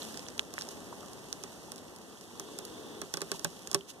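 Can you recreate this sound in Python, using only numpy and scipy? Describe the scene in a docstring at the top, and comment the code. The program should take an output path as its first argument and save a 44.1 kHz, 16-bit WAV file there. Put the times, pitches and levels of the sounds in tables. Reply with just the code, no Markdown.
"""Inside a plastic tub, acid fizzes on a rock, close to a two-port microphone.
Countless tiny bubbles burst into a hiss that comes in spurts, and a few larger ones pop with a pitch.
Sharp crackles snap off the rock and knock the tub into a short ring.
Underneath lies a low bed of room noise, with a hollow rush that swells and fades past the middle."""
import sys
import numpy as np
from scipy import signal
from scipy.fft import rfft, irfft
from scipy.io import wavfile

SR = 44100
rng = np.random.default_rng(int(sys.argv[2]) if len(sys.argv) > 2 else 0)


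def to_wav(sig):
    """Store sig (one row per channel, or 1-D mono) as 16-bit WAV at the path in sys.argv[1].

    Samples outside -1..1 are clipped; the rate is SR.
    """
    pcm = np.clip(np.atleast_2d(sig), -1, 1) * 32767
    pcm = np.round(pcm).astype(np.int16)
    wavfile.write(sys.argv[1], SR, pcm.T)  # frames by channels


N = 176400

# Fader rides. Each row: time in seconds, room level in dB, fizz level in dB.
FADERS = [(0, -46.7, -43.5), (.13, -48, -48), (.34, -49.5, -53), (.5, -49.5, -55), (.65, -48.5, -49.5),
          (.8, -48.5, -52), (1.1, -49.5, -53), (1.57, -51, -52.5), (1.93, -51, -55.5), (2.2, -53.2, -55),
          (2.57, -52, -52), (2.95, -49.5, -53.5), (3.12, -52.5, -52.5), (3.3, -51.5, -51),
          (3.6, -52.5, -52.5), (3.75, -52.5, -52.5), (3.87, -57.5, -59.5), (4, -52.5, -59)]
# Spurts of gas. Each row: peak time in seconds, half-length in seconds, level in dB.
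GAS_SPURTS = [(0.597, 0.027, -47), (0.716, 0.0099, -46), (2.233, 0.014, -55), (3.352, 0.017, -45),
              (3.9, 0.012, -43.5)]
# Larger bubbles. Each row: start in seconds, pitch in Hz, level in dB, time to fall 60 dB in seconds.
BUBBLE_POPS = [(.02, 4050, -19, 0.0035), (.0245, 3650, -24, 0.0032), (.266, 3350, -28, 0.0043),
               (.2858, 5900, -22, 0.0038), (0.3944, 3200, 1.5, 0.0019), (0.3944, 5950, -16.5, 0.0035),
               (0.581, 1820, -11.5, 0.0039), (0.9268, 950, -24, 0.0089), (1.03, 1260, -37, 0.017),
               (1.042, 1150, -39, .015), (1.3275, 3770, -16, 0.0028), (1.3277, 5870, -23, 0.0038),
               (1.7193, 3500, -27.5, 0.0037), (3.346, 950, -33, 0.018), (3.4485, 1520, -19, .014),
               (3.8096, 3030, -30, 0.0076)]
# Crackle cues. Each row: time in seconds, relative snap level in dB, relative knock level in dB,
# brightness in dB per octave.
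CRACKLES = [(0.144, -28.5, -40, -12), (0.174, -20.5, -34, -2.5), (0.194, -26, -44, -8),
            (0.2852, -26.5, -30, -9), (0.303, -35, -46, -7), (0.3796, -23.5, -33, -1),
            (.3945, -13.5, -30, -2.5), (.539, -21.5, -26, 3), (.588, -20, -42, -4), (0.611, -19.5, -47, -7),
            (0.621, -19.5, -40, -5), (0.6887, -22, -54, 0), (0.9304, -37, -38, 0), (1.084, -32, -51, -3),
            (1.133, -26.5, -48, 1), (1.3281, -16, -35, -1.5), (1.4373, -19, -22, 0),
            (1.7193, -20, -27.5, 4), (1.76, -27, -40, 4), (1.781, -29, -35, 1), (1.962, -31, -44, 3),
            (2.2113, -30.5, -37, 2), (2.3973, -17.5, -22.5, 5.5), (2.5883, -17, -22, 3.5),
            (2.6517, -21, -35, 4), (3.0165, -18, -17, 3.5), (3.1395, -11, -14.5, 0.5),
            (3.1407, -15, -19, -2), (3.1712, -15, -16.5, 1), (3.207, -25, -25, 0), (3.2176, -12.5, -14, 3),
            (3.3167, -8.5, -13, -1.5), (3.3947, -20.5, -30, 1), (3.4457, -11.5, -12.5, 6.5),
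            (3.447, -9, -8.5, 0), (3.6737, -18, -31, -1), (3.7146, -15, -23.5, 0), (3.7306, -21, -27, -1),
            (3.746, -1.1, -5.3, 0), (3.7482, -12, -26, 1), (3.791, -38, -42, -5)]
# The tub's modes. Each row: pitch in Hz, relative level in dB, time to fall 60 dB in seconds.
TUB_MODES = [(170, -4.5, 0.18), (353, 1, 0.058), (393.3, 2.5, 0.16), (576, -0.5, 0.078), (826, -5, 0.069),
             (1122, -1.5, 0.055), (1202, -1.5, 0.038), (1536, 2, 0.026), (2670, 1, 0.021), (3375, 5, 0.018),
             (4090, 1.5, 0.018), (5800, 3, 0.017)]
# Decay inside the tub. Each row: frequency in Hz, time to fall 60 dB in seconds.
TUB_DECAY = [(100, 0.14), (400, 0.071), (1200, 0.053), (3000, 0.055), (12000, 0.017)]
# Swell of the hollow rush. Each row: time in seconds, level in dB.
RUSH_FADER = [(2.2, -73), (2.38, -52), (2.6, -51), (2.98, -49), (3.12, -67)]

# EQ curves of the layers. Each row: frequency in Hz, relative level in dB.
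FIZZ_EQ = [(100, -32), (900, -10.5), (2300, -7), (2900, -1), (3450, -0.5), (4000, -2.5), (4800, -1.5),
           (6500, 1), (7700, -2.5), (9200, -4), (11200, -10), (12500, -9.5), (14500, -16.5), (16000, -47)]
SNAP_EQ = [(100, -39), (1000, -15), (1650, -8.5), (2250, -14), (2700, -5.5), (3000, -10), (3350, -3),
           (3750, -6), (4200, -1), (5850, 6), (6400, -3), (6900, 4.5), (7700, -4), (8800, 2), (10200, -3),
           (11200, -5.5), (12900, -16), (13600, -12), (15000, -21), (16000, -30)]
KNOCK_EQ = [(40, -31), (100, 0.5), (165, -0.5), (250, -6), (400, -1), (700, -0.5), (950, -8.5), (1200, 0.5),
            (1330, -3.5), (1650, -2.5), (2200, -9), (3400, -7), (6000, -12), (15000, -41)]
ROOM_EQ = [(25, -31), (42, -21), (65, -7), (130, -5.5), (230, 1), (330, -0.5), (400, 0), (600, -3.5),
           (1100, -9), (1350, -13), (1650, -15.5), (1900, -13), (2400, -22.5), (6000, -53), (16000, -70)]
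RUSH_EQ = [(100, -26), (220, -8.5), (320, -1), (440, 1), (580, -14), (1000, -14.5), (2300, -27),
           (3150, -18), (3520, -9.5), (3900, -20), (12000, -43)]

# Two stereo images: one for the bed of fizz, bubbles and background, one for the crackles.
# How far the left port trails the right. Each row: frequency in Hz, phase lag in radians.
BED_LAG = [(20, 0), (70, -1.7), (220, -.6), (650, -.6), (780, 0), (1350, .1), (2050, 3.14), (2550, 3.14),
           (2950, 6.2), (3600, 6.2), (4500, 9), (5500, 11.1), (7200, 15.3), (9300, 20.8), (13000, 9.4),
           (16000, 0)]
CRACKLE_LAG = [(100, -3), (500, 0.83), (1200, 0), (2200, 3), (3000, 4.5), (3700, 6.5), (4700, 9.5),
               (6000, 10.5), (7400, 17), (9400, 22.5), (11000, 28), (16000, 38.5)]
# Left port's level against the right. Each row: frequency in Hz, gain in dB.
BED_SHADE = [(60, 2), (250, 1.5), (1200, 0), (2100, 0), (2500, 0), (3500, -2), (5000, -2.5), (6500, -5.5),
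             (8500, -4), (10000, 0), (15000, -1)]
CRACKLE_SHADE = [(60, -0.5), (400, -1.5), (2200, 1), (3400, -2), (4100, -1.5), (5000, -5), (7000, -5),
                 (8500, -10), (10000, -12), (11500, -4.5), (15000, 0)]
# How alike the two ports sound. Each row: frequency in Hz, likeness from 0 to 1.
BED_LIKENESS = [(60, .65), (160, .55), (400, .75), (650, .6), (900, .95), (1200, 1), (1550, .2), (2080, 1),
                (2500, 1), (2750, .05), (3400, .85), (3950, .28), (4500, .55), (7000, .55), (8700, .2),
                (15000, .5)]
CRACKLE_LIKENESS = [(100, 0.76), (800, 0.74), (1200, 0.96), (1900, 0.81), (5000, 0.73), (8000, 0.7),
                    (9000, 0.92), (15000, 0.57)]


def fizz(bursts_per_s=2000, spread_db=3.3, decay_s=0.001, hiss_share=0.58):
    """Tiny bubbles burst as brief ticks of very unequal size; the smallest merge into hiss."""
    t = np.arange(N) / SR
    sizes = amp(spread_db * np.minimum(rng.exponential(1, N), 6))
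    bursts = sizes * (rng.random(N) < bursts_per_s / SR)
    tick_power = signal.lfilter([1], [1, -np.exp(-2 / (decay_s * SR))], bursts ** 2)
    grain = np.sqrt(hiss_share + (1 - hiss_share) * tick_power / tick_power.mean())
    ticks = grain * rng.standard_normal((2, N))
    spurt_power = sum(amp(db) ** 2 * np.exp(-((t - s) / half) ** 2) for s, half, db in GAS_SPURTS)
    gas = np.sqrt(fader(FADERS, column=2) ** 2 + spurt_power)
    return colour(ticks * gas, FIZZ_EQ)


def bubble(hz, t60, rise_cycles=0.36):
    """A bursting bubble swells within about a cycle, then rings away on one pitch."""
    t = np.arange(0, t60 * 2, 1 / SR)
    attack = (1 - np.exp(-t * hz / rise_cycles)) ** 2
    return np.sin(2 * np.pi * hz * t) * amp(-60 * t / t60) * attack


def bubbles(blips_per_s=45, low_hz=800, high_hz=4000, decay_cycles=4.8):
    """Larger bubbles pop on cue, among faint random blips that ride the fizz fader."""
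    out = np.zeros((2, N))
    for s, hz, db, t60 in BUBBLE_POPS:
        add(out[0], s, amp(db) * bubble(hz, t60))
    gas = fader(FADERS, column=2)
    for when, pitch, faintness in rng.random((int(blips_per_s * N / SR), 3)):
        hz = low_hz * (high_hz / low_hz) ** pitch
        gain = gas[int(when * N)] * amp(1 - 3 * np.log(faintness + 0.036))  # a few stand out
        t60 = np.log(1000) * decay_cycles / hz
        add(out[0], when * N / SR, gain * bubble(hz, t60))
    return out


def snaps(rise_s=0.0001, rock_decay_s=0.00063, tub_decay_s=0.0061, pivot_hz=6500, size=2048):
    """Each crackle is one sharp spike, bright or dull, followed by its scatter off the rock and tub."""
    out, t = np.zeros((2, N)), np.arange(size) / SR
    reflections = np.exp(-t / rock_decay_s) + amp(-19.5) * np.exp(-t / tub_decay_s)
    scatter = reflections * (1 - np.exp(-t / rise_s))
    scatter *= amp(2.6) / np.linalg.norm(scatter)
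    octaves = np.clip(np.log2(np.fft.rfftfreq(size, 1 / SR) / pivot_hz + 1e-9), -1, 1)
    for s, snap_db, _, brightness in CRACKLES:
        burst = rng.standard_normal((2, size)) * scatter
        burst[0, 0] = amp(4.8)  # the spike
        tilt = np.fft.fftshift(irfft(amp(brightness * octaves)))
        snap = signal.fftconvolve(burst, tilt[None], axes=1)
        add(out, s - size / 2 / SR, amp(snap_db) * snap)  # early by the tilt filter's delay
    return colour(out, SNAP_EQ)


def knocks(delay_s=0.0008, rise_s=0.0008, rattle_trim_db=-2.2, ring_trim_db=-23.7, size=16384):
    """Just after each snap the tub answers: a thud, ringing modes and a dull rattle dying inside it."""
    rattle, ring, t = np.zeros((2, N)), np.zeros((2, N)), np.arange(size) / SR
    modes = np.array([amp(db - 60 * t / t60) * np.cos(2 * np.pi * hz * t) for hz, db, t60 in TUB_MODES])
    modes *= 1 - np.exp(-t / rise_s)
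    for s, _, knock_db, _ in CRACKLES:
        hz, age, noise = signal.stft(rng.standard_normal((2, size)), SR, nperseg=128)
        decay = amp(-60 * age / curve(TUB_DECAY, hz)[:, None])
        _, tail = signal.istft(noise * decay, SR, nperseg=128)
        tail /= np.linalg.norm(tail[0])
        tail[0, 0] = amp(-12)  # the thud: the first push on the tub
        add(rattle, s + delay_s, amp(knock_db + rattle_trim_db) * tail)
        place_db = 0.8 * rng.standard_normal(len(TUB_MODES))  # each place rings the modes its own way
        add(ring[0], s + delay_s, amp(knock_db + ring_trim_db + place_db) @ modes)
    return colour(rattle, KNOCK_EQ) + ring


def background():
    """Low room noise, and a hollow rush that swells and fades."""
    room = unit_rms(colour(rng.standard_normal((2, N)), ROOM_EQ))
    rush = unit_rms(colour(rng.standard_normal((2, N)), RUSH_EQ))
    return fader(FADERS, column=1) * room + fader(RUSH_FADER, column=1) * rush


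def ports(pair, lag, shade, likeness):
    """The right port hears the first signal; the left gets it lagged, shaded, blended with the second."""
    hz = np.fft.rfftfreq(N, 1 / SR)
    near, other = rfft(pair)
    same = curve(likeness, hz)
    blend = same * near + np.sqrt(1 - same ** 2) * other
    left = blend * amp(curve(shade, hz)) * np.exp(-1j * curve(lag, hz))
    return np.array([irfft(left, N), pair[0]])


def amp(db):
    """Decibels to gain."""
    return 10 ** (np.asarray(db) / 20)


def unit_rms(x):
    """Scales to rms 1."""
    return x / np.sqrt(np.mean(x ** 2) + 1e-20)


def curve(points, hz):
    """Reads a table on a log-frequency axis."""
    f, value = np.transpose(points)
    return np.interp(np.log(hz + 1), np.log(f + 1), value)


def fader(points, column):
    """One column of a fader ride as a gain per sample."""
    rows = np.array(points)
    return amp(np.interp(np.arange(N) / SR, rows[:, 0], rows[:, column]))


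def add(mix, s, sound):
    """Mixes a sound in at s seconds."""
    part = mix[..., round(s * SR):][..., :sound.shape[-1]]
    part += sound[..., :part.shape[-1]]


def colour(x, eq, size=4096):
    """Applies an EQ curve as a causal filter of unit energy."""
    log_gain = np.log(amp(curve(eq, abs(np.fft.fftfreq(size, 1 / SR)))))
    minimum_phase = np.exp(np.conj(signal.hilbert(log_gain)))
    taps = np.fft.ifft(minimum_phase).real[:size // 2]
    return signal.oaconvolve(x, taps[None] / np.linalg.norm(taps), axes=1)[:, :x.shape[1]]


def scene():
    """The fizz comes from all over the tub; the crackles come from one spot on the right."""
    bed = ports(background() + fizz() + bubbles(), BED_LAG, BED_SHADE, BED_LIKENESS)
    crackles = ports(snaps() + knocks(), CRACKLE_LAG, CRACKLE_SHADE, CRACKLE_LIKENESS)
    return bed + crackles


def record(dry):
    """A steep high cut at 16.2 kHz takes off the very top."""
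    high_cut = signal.firwin(255, 16200, window=("kaiser", 9), fs=SR)
    return signal.oaconvolve(dry, high_cut[None], "same")


dry = scene()
out = record(dry)
to_wav(out)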